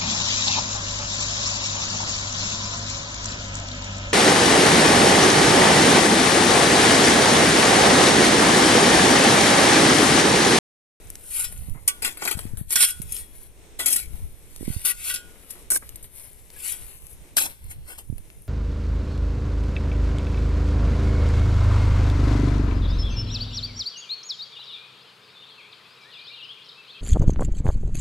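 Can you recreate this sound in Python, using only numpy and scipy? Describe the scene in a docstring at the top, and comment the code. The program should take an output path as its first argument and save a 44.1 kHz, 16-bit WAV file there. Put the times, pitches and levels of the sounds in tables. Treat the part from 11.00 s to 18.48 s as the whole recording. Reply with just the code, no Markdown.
"""A steel shovel digs dry stony soil and tosses it into a hole, outdoors, a few metres from a phone.
First soil trickles, a toss makes the blade sing and stones knock; then pushes, blows and tosses alternate.
Contact noise drives the blade's modes, muffled in the ground and ringing in the air; pebbles tick throughout.
Filtered noise gives light wind, rumbling and popping on the two microphone ports; trickling soil ends the scene."""
import sys
import numpy as np
from scipy import signal
from scipy.fft import rfft, irfft
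from scipy.io import wavfile

SR = 44100
rng = np.random.default_rng(int(sys.argv[2]) if len(sys.argv) > 2 else 0)


def persist_wave(psi):
    """Save psi, clipped to +-1, as 16-bit WAV."""
    counts = np.round(np.clip(psi, -1, 1) * 32767).astype(np.int16)
    wavfile.write(sys.argv[1], SR, np.atleast_2d(counts).T)


N = 329868
TIME = np.arange(N) / SR


def undb(db):
    """Logarithmic level: decibels to amplitude gain."""
    return np.exp(np.asarray(db) * (np.log(10) / 20))


def unit(x):
    """Normalisation: scale to rms 1."""
    return x / np.sqrt(np.mean(x ** 2))


def pan(pan_db):
    """Level difference: left and right gains, as a column, for left minus right in dB."""
    return undb([[pan_db / 2], [-pan_db / 2]])


def port_shares(pan_db):
    """Constant power: left and right gains whose squares sum to 1."""
    pair = pan(pan_db)
    return pair / np.hypot(*pair)


def add(track, s, sound):
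    """Superposition: mix a sound into a track at time s."""
    start = max(int(s * SR), 0)
    part = sound[..., :N - start]
    track[..., start:start + part.shape[-1]] += part


def convolve(x, response):
    """Linear filtering: pass a mono or stereo sound through an impulse response."""
    if x.ndim > 1:
        response = response[None]
    return signal.oaconvolve(x, response, axes=-1)[..., :x.shape[-1]]


def response_of(points, size=2048):
    """Minimum phase: causal impulse response of a (Hz, dB) spectrum, by folding its cepstrum."""
    hz, db = np.transpose(points)
    grid_hz = np.linspace(1, SR / 2, size // 2 + 1)
    log_gain = np.log(undb(np.interp(np.log(grid_hz), np.log(hz), db)))
    cepstrum = irfft(log_gain)
    cepstrum[1:size // 2] *= 2
    cepstrum[size // 2 + 1:] = 0
    return irfft(np.exp(rfft(cepstrum)))


def colour(x, points):
    """Spectral shaping: filter with the given spectrum."""
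    return convolve(x, response_of(points))


def tint(x, points):
    """Power-preserving shaping: a white input keeps its power."""
    response = response_of(points)
    return convolve(x, response / np.linalg.norm(response))


def walk(rate):
    """Random modulation: wander of rms 1 through `rate` random points a second."""
    steps = rng.standard_normal(N // 20)
    return unit(np.interp(TIME * rate, np.arange(len(steps)), steps))


def fade(t, t60):
    """Exponential decay: down 60 dB after t60, in the unit of t."""
    return np.exp(-np.log(1000) * t / max(t60, 1e-3))


def swell(s, rise_s, hold_s, fall_s):
    """Exponential envelope: reaches 1 at time s, holds, dies away; rise and fall times are for 20 dB."""
    early, late = np.maximum(s - TIME, 0), np.maximum(TIME - s - hold_s, 0)
    steps = early / max(rise_s, 1e-3) + late / max(fall_s, 1e-3)
    return undb(-20 * np.minimum(steps, 10))


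# Spectrum of the open air. Each row: frequency in Hz, level in dB.
AIR_SPECTRUM = [(88, -20), (150, -6.5), (215, -4), (443, 2), (1100, -20.5), (3440, -18.5), (3710, -18),
                (4750, -25.5), (5420, -21), (6310, -23.5), (8550, -21), (10700, -29), (14000, -13.5)]


def air():
    """Partly coherent noise field: quiet open country whose lows are shared by both ports, the hiss not."""
    shared = colour(rng.standard_normal(N), [(100, 4.5), (800, -4), (2500, -6.5), (8000, -11.0)])
    own_spectrum = [(100, -7.0), (400, -11.5), (1000, 4.0), (3000, -6.0), (8000, -4.5)]
    own = [colour(rng.standard_normal(N), own_spectrum) for _ in range(2)]
    both = np.array([unit(colour(shared + x, AIR_SPECTRUM)) for x in own])
    return both * undb(-56 + 3.6 * walk(6.05))


# Spectrum of wind turbulence. Each row: frequency in Hz, level in dB.
RUMBLE_SPECTRUM = [(15, 0.5), (35, -2.5), (60, -2.5), (110, -10), (200, -22), (400, -41), (1000, -92)]
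# Gusts on the ports. Each row: time of full strength in seconds, hold in seconds, level in dB,
# left minus right in dB.
GUSTS = [(0.051, 0.079, -38.5, -0.5), (0.48, 0.018, -29, 24), (0.614, 0.18, -33, -32), (1, 0.04, -36.5, 2),
         (1.473, 0.14, -30, 12), (1.984, 0.13, -36.5, -18), (3.038, 0.11, -30.5, 14),
         (3.22, 0.085, -36, -6), (3.616, 0.1, -28.5, -30), (3.96, 0.081, -41, -20), (4.2, 0.15, -50, 14),
         (4.947, .02, -40, 15), (5.807, 0.03, -39.5, -2), (6.657, 0.13, -32.5, -13),
         (7.095, 0.044, -31.5, -6), (7.35, 0.046, -40.5, -4)]
# Eddies popping on a port. Each row: start in seconds, level in dB, pitch in Hz, left minus right in dB.
POPS = [(0.685, -12, 114.5, -32), (0.758, -17, 119, -27), (1.352, -12.5, 71, 30), (1.371, -12.5, 159, 14),
        (1.453, -10, 185, 30), (1.535, -11, 115, 34.5), (1.612, -8.5, 121, 64), (2, -11, 145, -29),
        (3.609, -9.5, 257, -34), (3.629, -8.5, 300, -34), (3.679, -0.5, 208, -38), (3.702, -6, 118, -38),
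        (3.764, -8, 83, -33), (7.099, -6.5, 100, -26), (7.126, -11.5, 203, -28)]
BREEZE_DB, GUST_RISE_S, GUST_FALL_S = -50, 0.1, 0.15  # steady wind; 20 dB rise and fall of a gust
POP_CYCLES, POP_ONSET_S = 3.16, 0.011  # cycles until a pop is 60 dB down; time scale of its onset


def wind():
    """Turbulent pressure: each port rumbles separately; single eddies pop as one damped swing."""
    strength = undb(BREEZE_DB)
    for s, hold_s, db, side_db in GUSTS:
        gust = undb(db) * port_shares(side_db) * swell(s, GUST_RISE_S, hold_s, GUST_FALL_S)
        strength = np.hypot(strength, gust)
    rumble = [unit(colour(rng.standard_normal(N), RUMBLE_SPECTRUM)) * undb(3.4 * walk(22)) for _ in range(2)]
    out = strength * np.array(rumble)
    t = TIME[:SR // 10]
    for s, db, hz, side_db in POPS:
        swing = np.sin(2 * np.pi * hz * t) * fade(t, POP_CYCLES / hz) * (1 - fade(t, POP_ONSET_S))
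        add(out, s, undb(db) * port_shares(side_db) * swing)
    return out


def grains(per_s, spread_db):
    """Random impulse train: grain impacts of unequal size, each radiating unevenly to the two ports."""
    hit = rng.random(N) < per_s / SR
    size = undb(spread_db * np.minimum(rng.exponential(size=N), 2 * np.pi))
    aim = 1 + .5 * rng.standard_normal((2, N))
    return unit(hit * rng.choice([-1, 1], N) * size * aim)


LOWEST_CHIP_HZ, HIGHEST_CHIP_HZ = 1500, 14000
CHIP_CYCLES = 18.6  # cycles until a chip's click is 60 dB down


def chips(per_s, spread_db):
    """Random damped oscillators: small stones click together, each at its own pitch."""
    when, pitch, size, side = rng.random((int(per_s * N / SR), 4)).T[..., None]
    index = np.arange(256)
    cycles = (LOWEST_CHIP_HZ + pitch * (HIGHEST_CHIP_HZ - LOWEST_CHIP_HZ)) * index / SR
    click = np.sin(2 * np.pi * cycles) * fade(cycles, CHIP_CYCLES)
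    click = click / np.linalg.norm(click, axis=1, keepdims=True)
    click = click * undb(-spread_db * np.log(size + .02))  # many small clicks, a few large
    at = ((when * N).astype(int) + index).ravel()
    ports = [np.bincount(at, (click * aim).ravel(), N)[:N] for aim in (.5 + side, 1.5 - side)]
    return unit(np.array(ports))


# Spectra of grit and of clods. Each row: frequency in Hz, level in dB.
GRIT_SPECTRUM = [(1500, -31), (4000, -21), (6300, -12.5), (7500, -6.5), (9000, -6.5), (11000, 5.5),
                 (14000, 3.5)]
CLOD_SPECTRUM = [(200, 4.5), (500, 10), (1100, 3), (2300, -1.5), (4000, -1), (7000, -17), (12000, 8)]
# Loose soil slipping and trickling. Each row: time of full flow in seconds, rise in seconds,
# hold in seconds, fall in seconds, level in dB, dull part relative to it in dB.
TRICKLES = [(0.136, .4, 0.33, 0.11, -51.5, -6.5), (0.876, 0.017, 0.018, 0.24, -56.5, 7),
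            (3.13, 0.14, 0.044, 0.44, -51, -5.5), (3.494, 0.49, 0.091, .1, -75.5, -18),
            (2.357, 0.092, 0.082, 0.099, -49, -9.5), (4.534, 0.59, 0.064, 0.15, -51.5, -3),
            (4.82, 0.04, 0.18, 0.17, -59, 3.5), (5.171, 0.088, 0.0067, 0.41, -42, -9),
            (5.545, 0.08, 0.054, 0.12, -60, 5.5), (6.114, 0.13, 0.016, 0.049, -46, -17),
            (6.236, 0.017, 0.0073, 0.034, -60.5, -25), (6.498, .03, 0.0099, 0.068, -48, 2),
            (6.676, 0.29, 0.037, 0.22, -59.5, 4.5), (7.03, .1, 0.68, .2, -56.5, -29)]
# thrown soil lands after it has left the blade
FLIGHT_S, LANDING_RISE_S, LANDING_FALL_S, LANDING_DULL_DB = 0.11, 0.14, 0.48, -7
STRAY_PER_S, STRAY_DB = 99, -12.5  # coarse grit among the crumbs: ticks a second, level relative to the flow


def trickling():
    """Granular flow: crumbs and clods patter onto the heap, after each toss and when loose soil slips."""
    landings = []
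    for s, _, hold_s, *_, landing_db in TOSSES:
        full_flow_s = s + hold_s + FLIGHT_S
        landings.append((full_flow_s, LANDING_RISE_S, 0, LANDING_FALL_S, landing_db, LANDING_DULL_DB))
    fine, dull = 0, 0
    for *shape, db, dull_db in landings + TRICKLES:
        flow = undb(db) * swell(*shape)
        fine = np.hypot(fine, flow)
        dull = np.hypot(dull, undb(dull_db) * flow)
    crumbs = unit(colour(grains(per_s=5900, spread_db=-0.5), GRIT_SPECTRUM))
    clods = unit(colour(grains(per_s=2200, spread_db=0.5), CLOD_SPECTRUM))
    coarse = undb(STRAY_DB) * unit(colour(chips(per_s=STRAY_PER_S, spread_db=6.5), GRIT_SPECTRUM))
    patter = fine * (crumbs + coarse) + undb(5.5) * dull * clods
    return patter * unit(undb(1.0 * walk(28)))


# Spectrum of the ground. Each row: frequency in Hz, level in dB.
EARTH_SPECTRUM = [(60, -17), (170, -2.5), (330, 7.5), (520, 1.5), (720, 4.5), (950, 3.5), (1200, -0.5),
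                  (2000, -4), (4000, -42)]
# Clods dropping on soft ground. Each row: start in seconds, level in dB, 60 dB decay in seconds.
THUDS = [(0.746, -48.5, 0.28), (0.772, -48, 0.12), (1.222, -33, 0.063), (1.256, -30.5, 0.11),
         (2.799, -40, 0.091), (2.862, -44, .15), (4.357, -49, 0.074), (4.434, -48, 0.049),
         (4.553, -51, 0.2), (4.823, -41.5, 0.09), (5.72, -53, 0.28), (6.409, -34, 0.12), (6.453, -39, 0.17)]


def thuds():
    """Soft impact: a clod on yielding ground excites only a dull, decaying knock."""
    out, t = np.zeros(N), TIME[:SR // 4]
    for s, db, t60 in THUDS:
        force = rng.standard_normal(len(t)) * fade(t, t60)
        add(out, s, undb(db) * tint(force, EARTH_SPECTRUM))
    return out


# Single pebbles ticking. Each row: start in seconds, tick level in dB, tick pitch in Hz,
# crumble level in dB, dull part relative to the crumble in dB, 60 dB decay of the crumble in seconds.
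PEBBLES = [(0.102, -21, 11620, -24, -15, 0.011), (0.1551, -19, 6840, -22, -14, 0.0041),
           (.525, -34, 9050, -35.5, 0, 0.025), (.697, -26, 10000, -33, -20, 0.0053),
           (1.172, -31, 2200, -41, 8, 0.076), (1.39, -38, 3000, -40.5, 17.5, 0.038),
           (1.572, -23, 8000, -37.5, -1.5, 0.23), (2.018, -23.5, 6000, -31.5, -7.5, 0.087),
           (2.107, -25, 10000, -34, -16, 0.0065), (3, -20, 10000, -25, -7, .015),
           (3.562, -20, 8750, -34, 0, 0.0079), (4.508, -33, 10000, -29, -18, 0.046),
           (4.892, -18, 9000, -35.5, -7, 0.025), (4.958, -25, 6500, -31, -9, 0.03),
           (5.027, -33, 11000, -37.5, -20, 0.13), (5.042, -32, 5000, -45.5, 5.5, 0.11),
           (5.503, -29, 5060, -41, 0, 0.011), (5.842, -29, 10000, -37, -14, .008),
           (6.068, -24, 9800, -38, -11, .015), (6.642, -43, 9000, -38.5, -11, .02),
           (7.181, -47, 5000, -54.5, 17, 0.03), (7.302, -30.5, 2370, -67, 12, 0.031)]
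TICK_CYCLES = 2.65  # cycles until a tick is 60 dB down


def pebbles():
    """Hard impact: each pebble gives one tick at its own pitch and crumbles the soil under it."""
    out, t = np.zeros(N), TIME[:SR // 10]
    for s, tick_db, hz, crumble_db, dull_db, t60 in PEBBLES:
        tick = undb(tick_db) * np.sin(2 * np.pi * hz * t) * fade(hz * t, TICK_CYCLES)
        force = rng.standard_normal(len(t)) * fade(t, t60)
        crumble = tint(force, GRIT_SPECTRUM) + undb(dull_db) * tint(force, CLOD_SPECTRUM)
        add(out, s, tick + undb(crumble_db) * crumble)
    return out


# share by which soil detunes a mode, per unit of damping above 2
LOAD_DETUNE = .004


def ring(modes, damping, tilt_db=0, spread_db=1):
    """Modal synthesis, energy 1: the contact place weights the modes, soil shortens and detunes them."""
    t = TIME[:int(SR * .4 / max(damping, 1))]
    response = np.zeros(len(t))
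    draws = rng.uniform(-0.91, 1, (len(modes), 3))
    for (hz, db, t60), (weight, load, phase) in zip(modes, draws):
        size = undb(db + spread_db * weight + tilt_db * np.log2(hz)) / np.sqrt(t60)
        life = t[:int(SR * t60 / max(damping, .5))]
        loaded_hz = hz * (1 + LOAD_DETUNE * load * max(damping - 2, 0))
        swing = np.sin(2 * np.pi * loaded_hz * life + np.pi * phase)
        add(response, 0, size * fade(life * damping, t60) * swing)
    return response / np.linalg.norm(response)


# Modes of the steel blade. Each row: frequency in Hz, energy in dB, 60 dB decay in the air in seconds.
BLADE_MODES = [(1152, -15, .26), (1450, -3.5, .62), (1503, -4, .2), (1588, -10, .3), (1890, -5.5, .11),
               (1945, -4.5, .1), (2256, -8.5, .16), (2420, -15, .08), (2541, -10, .15), (2700, -9, .1),
               (2832, -9, .15), (2960, -11, .1), (3050, -13, .35), (3130, -9, .1), (3255, -10, .22),
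               (3352, -3.5, .31), (3537, -10, .14), (3620, -11, .1), (3779, -10, .12), (4010, -10, .1),
               (4178, -9, .14), (4500, -10, .07), (4750, -10, .12), (5030, -10, .08), (5329, -11, .14),
               (5432, -11, .15), (5530, -12, .12), (5792, -12, .1), (6200, -13, .08), (7250, -10, .1),
               (7390, -6, .12), (7650, -7, .14), (7782, -8, .12)]
# The blade springs free of its load and sings on. Each row: start in seconds, level in dB,
# ring brightness in dB per octave, damping by the soil left on it (1 = in the air).
CLANGS = [(0.88, -7, -1, 1.1), (1.888, -9.5, -5, 1.2), (4.098, -7, -8, 1.2), (4.16, -10, 5, 1.1)]
# Loose stones knocked together. Each row: start in seconds, level in dB, pitch in Hz,
# 60 dB decay in seconds.
CLINKS = [(1.276, -24.5, 2460, 0.04), (2.799, -28.5, 1980, 0.1), (2.871, -32, 2520, 0.04),
          (5.563, -48.5, 1670, 0.1)]


def ringing():
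    """Free vibration: the unloaded blade rings in its low modes; stones clink, each at its own pitch."""
    out, t = np.zeros(N), TIME[:SR // 5]
    for s, db, tilt_db, damping in CLANGS:
        add(out, s, undb(db) * ring(BLADE_MODES, damping, tilt_db))
    for s, db, hz, t60 in CLINKS:
        add(out, s, undb(db) * np.sin(2 * np.pi * hz * t) * fade(t, t60))
    return out


# High modes that grit excites. Each row: frequency in Hz, energy in dB, 60 dB decay in the air in seconds.
SHIMMER_MODES = [(8642, -3, .17), (8770, -3, .13), (8824, -4, .14), (8994, -3, .16), (9301, 0, .12),
                 (9350, 0, .12), (10055, -3, .14), (10365, -1, .12), (10646, -1, .1), (10856, -2, .1),
                 (11693, -3, .12)]
# Spectrum of the blade's crunch. Each row: frequency in Hz, level in dB.
CRUNCH_SPECTRUM = [(400, -18.5), (750, -8.5), (1250, -6.5), (1480, 0.5), (1720, -16), (2000, -9), (2600, 0),
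                   (2880, -4.5), (3350, -1.5), (3780, -9), (4500, -2.5), (6000, -13), (8000, -2)]
# turns a second of the contact over the blade; how much a mode depends on the place touched
SLIDE_PER_S, PLACE_SPREAD_DB = 4.93, 1.5


def shovel(grit, steel, earth, damping, ring_db, shimmer_db, tilt_db=0):
    """Source and filter: contact forces become hiss, crunch, dull ground and a ring that shifts in the slide."""
    slide = 2 * np.pi * SLIDE_PER_S * TIME[:steel.shape[-1]]
    body = 0
    for share in (np.cos(slide), np.sin(slide)):  # two contact places exchange the force
        body = body + convolve(steel * share, ring(BLADE_MODES, damping, tilt_db, PLACE_SPREAD_DB))
    hiss = undb(2.5) * tint(grit, GRIT_SPECTRUM)
    crunch = undb(-0.5) * tint(steel, CRUNCH_SPECTRUM)
    ground = undb(-1.5) * tint(earth, EARTH_SPECTRUM)
    shimmer = undb(shimmer_db) * convolve(grit, ring(SHIMMER_MODES, damping))
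    return hiss + crunch + ground + undb(ring_db) * body + shimmer


def stroke(contact, force, steel_db, earth_db, damping, ring_db, shimmer_db, tilt_db=0):
    """Modulated excitation: one stroke on the blade, touching it at another place each time."""
    out, touching = np.zeros((2, N)), np.flatnonzero(force > force.max() / 1000)
    span = slice(touching[0], touching[-1] + SR // 2)  # leaves room for the ring
    grit = force[span] * contact[:, span]
    steel, earth = undb(steel_db) * grit, undb(earth_db) * grit
    out[:, span] = shovel(grit, steel, earth, damping, ring_db, shimmer_db, tilt_db)
    return out


# Soil sliding off the lifted blade. Each row: time of full force in seconds, rise in seconds,
# hold in seconds, fall in seconds, grit level in dB, steel relative to it in dB, ring in dB, shimmer in dB,
# damping by the soil still on it, ring brightness in dB per octave, left minus right in dB,
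# landing level in dB.
TOSSES = [(0.367, 0.11, 0.043, 0.091, -28.5, -8.5, -9, -9.5, 3, 0, 1, -43),
          (1.8, 0.03, 0.047, 0.046, -22.5, -4, -2.5, -3.5, 2.15, 3.5, -3.5, -47.5),
          (1.877, 0.031, 0.03, 0.022, -27.5, -15, -1.5, -5, 1.8, -1, -6, -61),
          (2.143, 0.1, 0.041, 0.072, -38.5, -10.5, -0.5, -5.5, 1.1, 4, 4.5, -55.5),
          (4.078, 0.101, 0.022, 0.076, -29, -3.5, -5.5, -26, 0.6, 2, 0, -67),
          (5.665, 0.11, 0.05, 0.077, -34, -4.5, -7.5, -8.5, 2.5, 3.5, 1.5, -43)]
TOSS_EARTH_DB = -33  # dull part, relative to the grit


def tossing():
    """Excitation by granular flow: soil and stone chips stream over the free blade and make it sing."""
    contact = unit(grains(per_s=9000, spread_db=0.5) + undb(-6) * chips(per_s=900, spread_db=2.5))
    contact = contact * unit(undb(1.6 * walk(130)))
    out = 0
    for (s, rise_s, hold_s, fall_s, db, steel_db, ring_db, shimmer_db,
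         damping, tilt_db, pan_db, _) in TOSSES:
        force = undb(db) * swell(s, rise_s, hold_s, fall_s)
        sound = stroke(contact, force, steel_db, TOSS_EARTH_DB, damping, ring_db, shimmer_db, tilt_db)
        out = out + pan(pan_db) * sound
    return out


# Spectrum of grinding gravel. Each row: frequency in Hz, level in dB.
GRAVEL_SPECTRUM = [(1500, -16.5), (3000, -7), (3700, -2), (4400, -2.5), (5500, 2), (6500, -6), (8000, -15),
                   (12000, -33)]


def gravel():
    """Sparse impulse noise: coarse stones grind on each other in bright cracks."""
    return tint(grains(per_s=650, spread_db=1.7), GRAVEL_SPECTRUM)


# Blade striking stones. Each row: start in seconds, grit level in dB, 60 dB decay of the grit in seconds,
# crack relative in dB, steel relative in dB, earth relative in dB, freedom of the blade from 0 to 1,
# ring in dB, ring brightness in dB per octave, left minus right in dB, gravel relative in dB.
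BLOWS = [(.394, -17.5, 0.037, -10, -19, -22.5, 1, 0, 4, 3, -33),
         (0.441, -25.5, 0.082, -4, -5, -26, 1, -2, 4, 2.5, -24),
         (0.8762, -9, 0.078, -19.5, -15.5, -29, 0.98, -1.5, -5.5, -7, -20),
         (1.0456, -25.5, 0.12, 1.5, 3, -9, 0.73, -1.5, -4, 2.5, -31),
         (1.22, -33.5, 0.064, -7, -1.5, 12, 0.1, -2, 1, 0.5, -6),
         (1.2525, -22, 0.026, 3, -5.5, -3, 0.5, -5, -3, 3.5, -5),
         (1.276, -22.5, 0.073, 3, -4, -8, 0.77, 0.5, -2, 4, -23),
         (1.31, -22.5, 0.09, -7, -1.5, -11, 0.14, -5, -2, 4, -29),
         (1.7059, -22.5, 0.036, -1, -14.5, -11, 0.65, 10, 14, 1, -24),
         (1.724, -18.5, 0.078, -10, -25, -26, 0.1, -5, 3, -5, -27),
         (1.757, -8.5, 0.045, 3, -11.5, -19.5, 0.81, 1, -6, -6.5, -17),
         (1.8033, -17, 0.066, -7, -2.5, -21, 0.97, 0.5, 2.5, 0, -16),
         (1.824, -14, 0.036, -12, -6, -22, 0.6, 0.5, -2.5, -12, -17),
         (1.833, -24, 0.026, -5, 1, -15.5, 0.64, 4, 1, 6, -13),
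         (1.847, -14, 0.02, -1, -9, -27, 1, -4, -2, -6, -16),
         (1.856, -26, 0.015, -1, -6, -18, 0.6, 2, -2, 0, -19),
         (2.122, -17, 0.028, -6, -23, -47, 0.8, 1, 14, -0.5, -29),
         (2.166, -32, 0.018, 5, -6.5, -28, 0.76, 0, 8, 5, -18),
         (2.797, -40, 0.061, -12, 3, -8, .5, 0, -5, 7, -20),
         (2.8604, -14.5, 0.052, 1, -10.5, -26, 0, 2.5, 17, 3.5, -24),
         (2.88, -19.5, 0.04, -5, -13, -22, 0.2, 3, 3, -1, -14),
         (2.9258, -10.5, 0.058, -4, -34, -34, 0.3, -8, 8, 0, -17),
         (2.96, -12.5, 0.042, -7, -17.5, -18, 0.9, 1, 4, -2.5, -27),
         (3.8525, -26, 0.033, 0, -13, -25, 0.9, 3, -16, 3, -28),
         (4.138, -22, 0.11, -12, -14, -25, 0.9, -0.5, 8, -2, -12),
         (4.703, -12, 0.033, 1.5, -24, -29, 0.1, 4.5, -11, -3, -22),
         (4.716, -11, 0.043, 2, -20, -22, 0.6, 2, -18, -7, -34),
         (4.758, -28.5, 0.046, -10, -9, -2.5, 0, 5.5, -2, -8.5, -26),
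         (4.771, -15.5, 0.022, -0.5, -24, -40, 0.2, -0.5, 7, 2, -25),
         (6.3682, -21, 0.036, 2, -3, -0.5, 0.6, -8, 2, -10.5, -5.5),
         (6.38, -19, 0.035, -1, -3, -18, .1, 1, -8, 3, -7),
         (6.391, -26, 0.025, 0, -5, -12, 0.3, -6, -3, 4, -14)]
CRACK_T60_S, CRUSH_RISE_S = 0.0023, 0.012  # first crack, then the build-up of crushed grit


def blows():
    """Impact excitation: a stone stops the blade, cracks and is crushed; a free blade rings on."""
    out, t = np.zeros((2, N)), TIME[:SR // 3]
    contact, stones = grains(per_s=9000, spread_db=1), gravel()
    for s, db, t60, crack_db, steel_db, earth_db, free, ring_db, tilt_db, pan_db, gravel_db in BLOWS:
        crack = undb(crack_db) * fade(t, CRACK_T60_S)
        shape = crack + fade(t, t60) * (1 - fade(t, CRUSH_RISE_S))
        span = int(s * SR) + np.arange(len(t)) - len(t)  # any stretch of the steady noise will do
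        force = undb(db) * contact[:, span] * shape
        damping = 1 + 25.0 * (1 - free)
        steel, earth = force * undb(steel_db), force * undb(earth_db)
        sound = shovel(force, steel, earth, damping, ring_db, shimmer_db=-28.5, tilt_db=tilt_db)
        sound = sound + undb(db + gravel_db) * stones[:, span] * shape
        add(out, s, pan(pan_db) * sound)
    return out


# Pushes of the blade through soil. Each row: time of full force in seconds, rise in seconds,
# hold in seconds, fall in seconds, grit level in dB, steel relative in dB, earth relative in dB,
# damping by the soil, left minus right in dB, gravel relative in dB.
DIGS = [(1.0216, 0.0018, 0.059, 0.068, -36.5, 2, -1, 7.9, 3, -28),
        (1.24, 0.044, 0.098, 0.026, -41.5, 4, 1, 9.3, 4.5, -16),
        (1.373, 0.013, 0.0059, 0.18, -42.5, -6.5, -4, 16, 1, -18),
        (1.724, 0.028, 0.014, 0.025, -25, -11.5, -21, 3.9, -1, -22),
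        (1.76, 0.011, 0.03, 0.022, -31.5, 0, -16, 2.2, -1, -18),
        (2.794, 0.0045, 0.0057, 0.071, -30.5, -2.5, -3, 3.3, 2, -15),
        (2.859, 0.002, 0.12, 0.073, -26, -7, -16.5, 11.6, 2, -18.5),
        (3.733, 0.27, 0.42, 0.032, -43, -8, -11.5, 5.6, 1, -15),
        (3.852, 0.0083, 0.058, 0.017, -23, -12.5, -29, 2.6, 1.5, -19),
        (4.505, 0.018, .005, 0.051, -44.5, -16, -18, 8.1, 9.5, -15),
        (4.707, 0.0014, 0.054, 0.019, -21, -31, -18.5, 4.2, -4, -33),
        (6.366, 0.0016, 0.019, 0.044, -24, -6.5, -19, 5.8, 2.5, -14.5),
        (6.41, 0.031, 0.012, 0.048, -28, -9, -10.5, 14, -0.5, -18),
        (6.443, 0.016, 0.018, 0.022, -33.5, -4, -7, 9.9, -2, -14),
        (6.708, 0.026, 0.016, 0.017, -43, -8.5, -10, 11, 0.5, -29),
        (6.905, 0.052, 0.0079, 0.066, -43, -4.5, -1, 6.5, 1.5, -31),
        (6.984, 0.0086, 0.0083, 0.034, -44, -1.5, -2.5, 14, 1, -21)]
DIG_EASE_DB_PER_S, SOIL_MUTE_DB = 41, -0.66  # a push slackens as the blade slows; ring per unit of damping


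def digging():
    """Frictional excitation: the blade sticks and slips through packed gravel."""
    contact = unit(grains(per_s=7500, spread_db=1.5) + undb(-6.5) * chips(per_s=900, spread_db=0.5))
    contact = contact * unit(undb(1.25 * walk(170)))
    out, stones = 0, gravel()
    for s, rise_s, hold_s, fall_s, db, steel_db, earth_db, damping, pan_db, gravel_db in DIGS:
        ease_db = DIG_EASE_DB_PER_S * np.clip(TIME - s, 0, hold_s)
        force = swell(s, rise_s, hold_s, fall_s) * undb(db - ease_db)
        ring_db = SOIL_MUTE_DB * damping
        sound = stroke(contact, force, steel_db, earth_db, damping, ring_db, shimmer_db=-17.0)
        sound = sound + undb(gravel_db) * force * stones
        out = out + pan(pan_db) * sound
    return out


# Place of the blade. Each row: time in seconds, lead of the left port in samples.
PLACE = [(0, 1), (.5, 2), (.9, 6), (1.3, 5), (1.8, 3), (2.15, 0), (2.8, 5), (3.9, 3), (4.1, 2), (4.7, 6),
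         (5.6, 0), (6.4, 10), (7.4, 8)]


def yard(sound, tail_db, tail_t60):
    """Scattering: ground and blade blur the moving sound at each port; fence and trees add a faint tail."""
    t, hop, out = TIME[:SR // 3], SR // 5, np.zeros((2, N))
    for start in range(-hop, N, hop):
        index = np.arange(max(start, 0), min(start + 2 * hop, N))
        window = np.sin(np.pi * (index - start) / (2 * hop))
        lead = round(np.interp((start + hop) / SR, *np.transpose(PLACE)))
        for port, x, lag in zip(out, sound, (0, lead)):
            early = unit(rng.standard_normal(len(t)) * fade(t, .016) * (t > .0003))
            late = unit(rng.standard_normal(len(t)) * fade(t, tail_t60) * (t > .012))
            scatter = (undb(-8) * early + undb(tail_db) * late) / np.sqrt(len(t))
            # half a sample guards the rounding; scattered parts add in power, direct ones in amplitude
            add(port, (index[0] + .5) / SR, signal.fftconvolve(x[index] * window, scatter))
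            add(port, (index[0] + lag + .5) / SR, undb(-1) * x[index] * window ** 2)
    return out


# Response of the microphone ports. Each row: frequency in Hz, left level in dB, right level in dB.
PORTS = [(504, -3, -3), (1675, 3.5, 1), (2190, 10, 3.5), (3140, 6.5, 0.5), (6050, 4.5, 8.5), (6970, 9, 8),
         (7070, 5, 4.5), (8920, 4.5, 15), (9620, 12, 8.5), (10490, 10.5, -7.5), (11620, 5, -9),
         (15400, -9.5, -13)]


def scene():
    """Superposition: shovel and soil in the yard, heard through the two ports, with wind."""
    background = trickling() + thuds() + pebbles()
    work = background + ringing() + tossing() + blows() + undb(1.5) * digging()
    sound = yard(work, tail_db=-26.5, tail_t60=0.61) + air()
    hz, *ports = np.transpose(PORTS)
    heard = [colour(x, np.transpose([hz, db])) for x, db in zip(sound, ports)]
    return np.array(heard) + wind()


TOP_HZ = 14350


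def record(dry):
    """Saturation and band limiting: the phone rounds the very loudest peaks and cuts the top."""
    rounded = dry / (1 + (dry / .9) ** 6) ** (1 / 6)
    low_pass = signal.ellip(10, .2, 70, TOP_HZ, fs=SR, output="sos")
    return signal.sosfilt(low_pass, rounded)


dry = scene()
out = record(dry)
persist_wave(out)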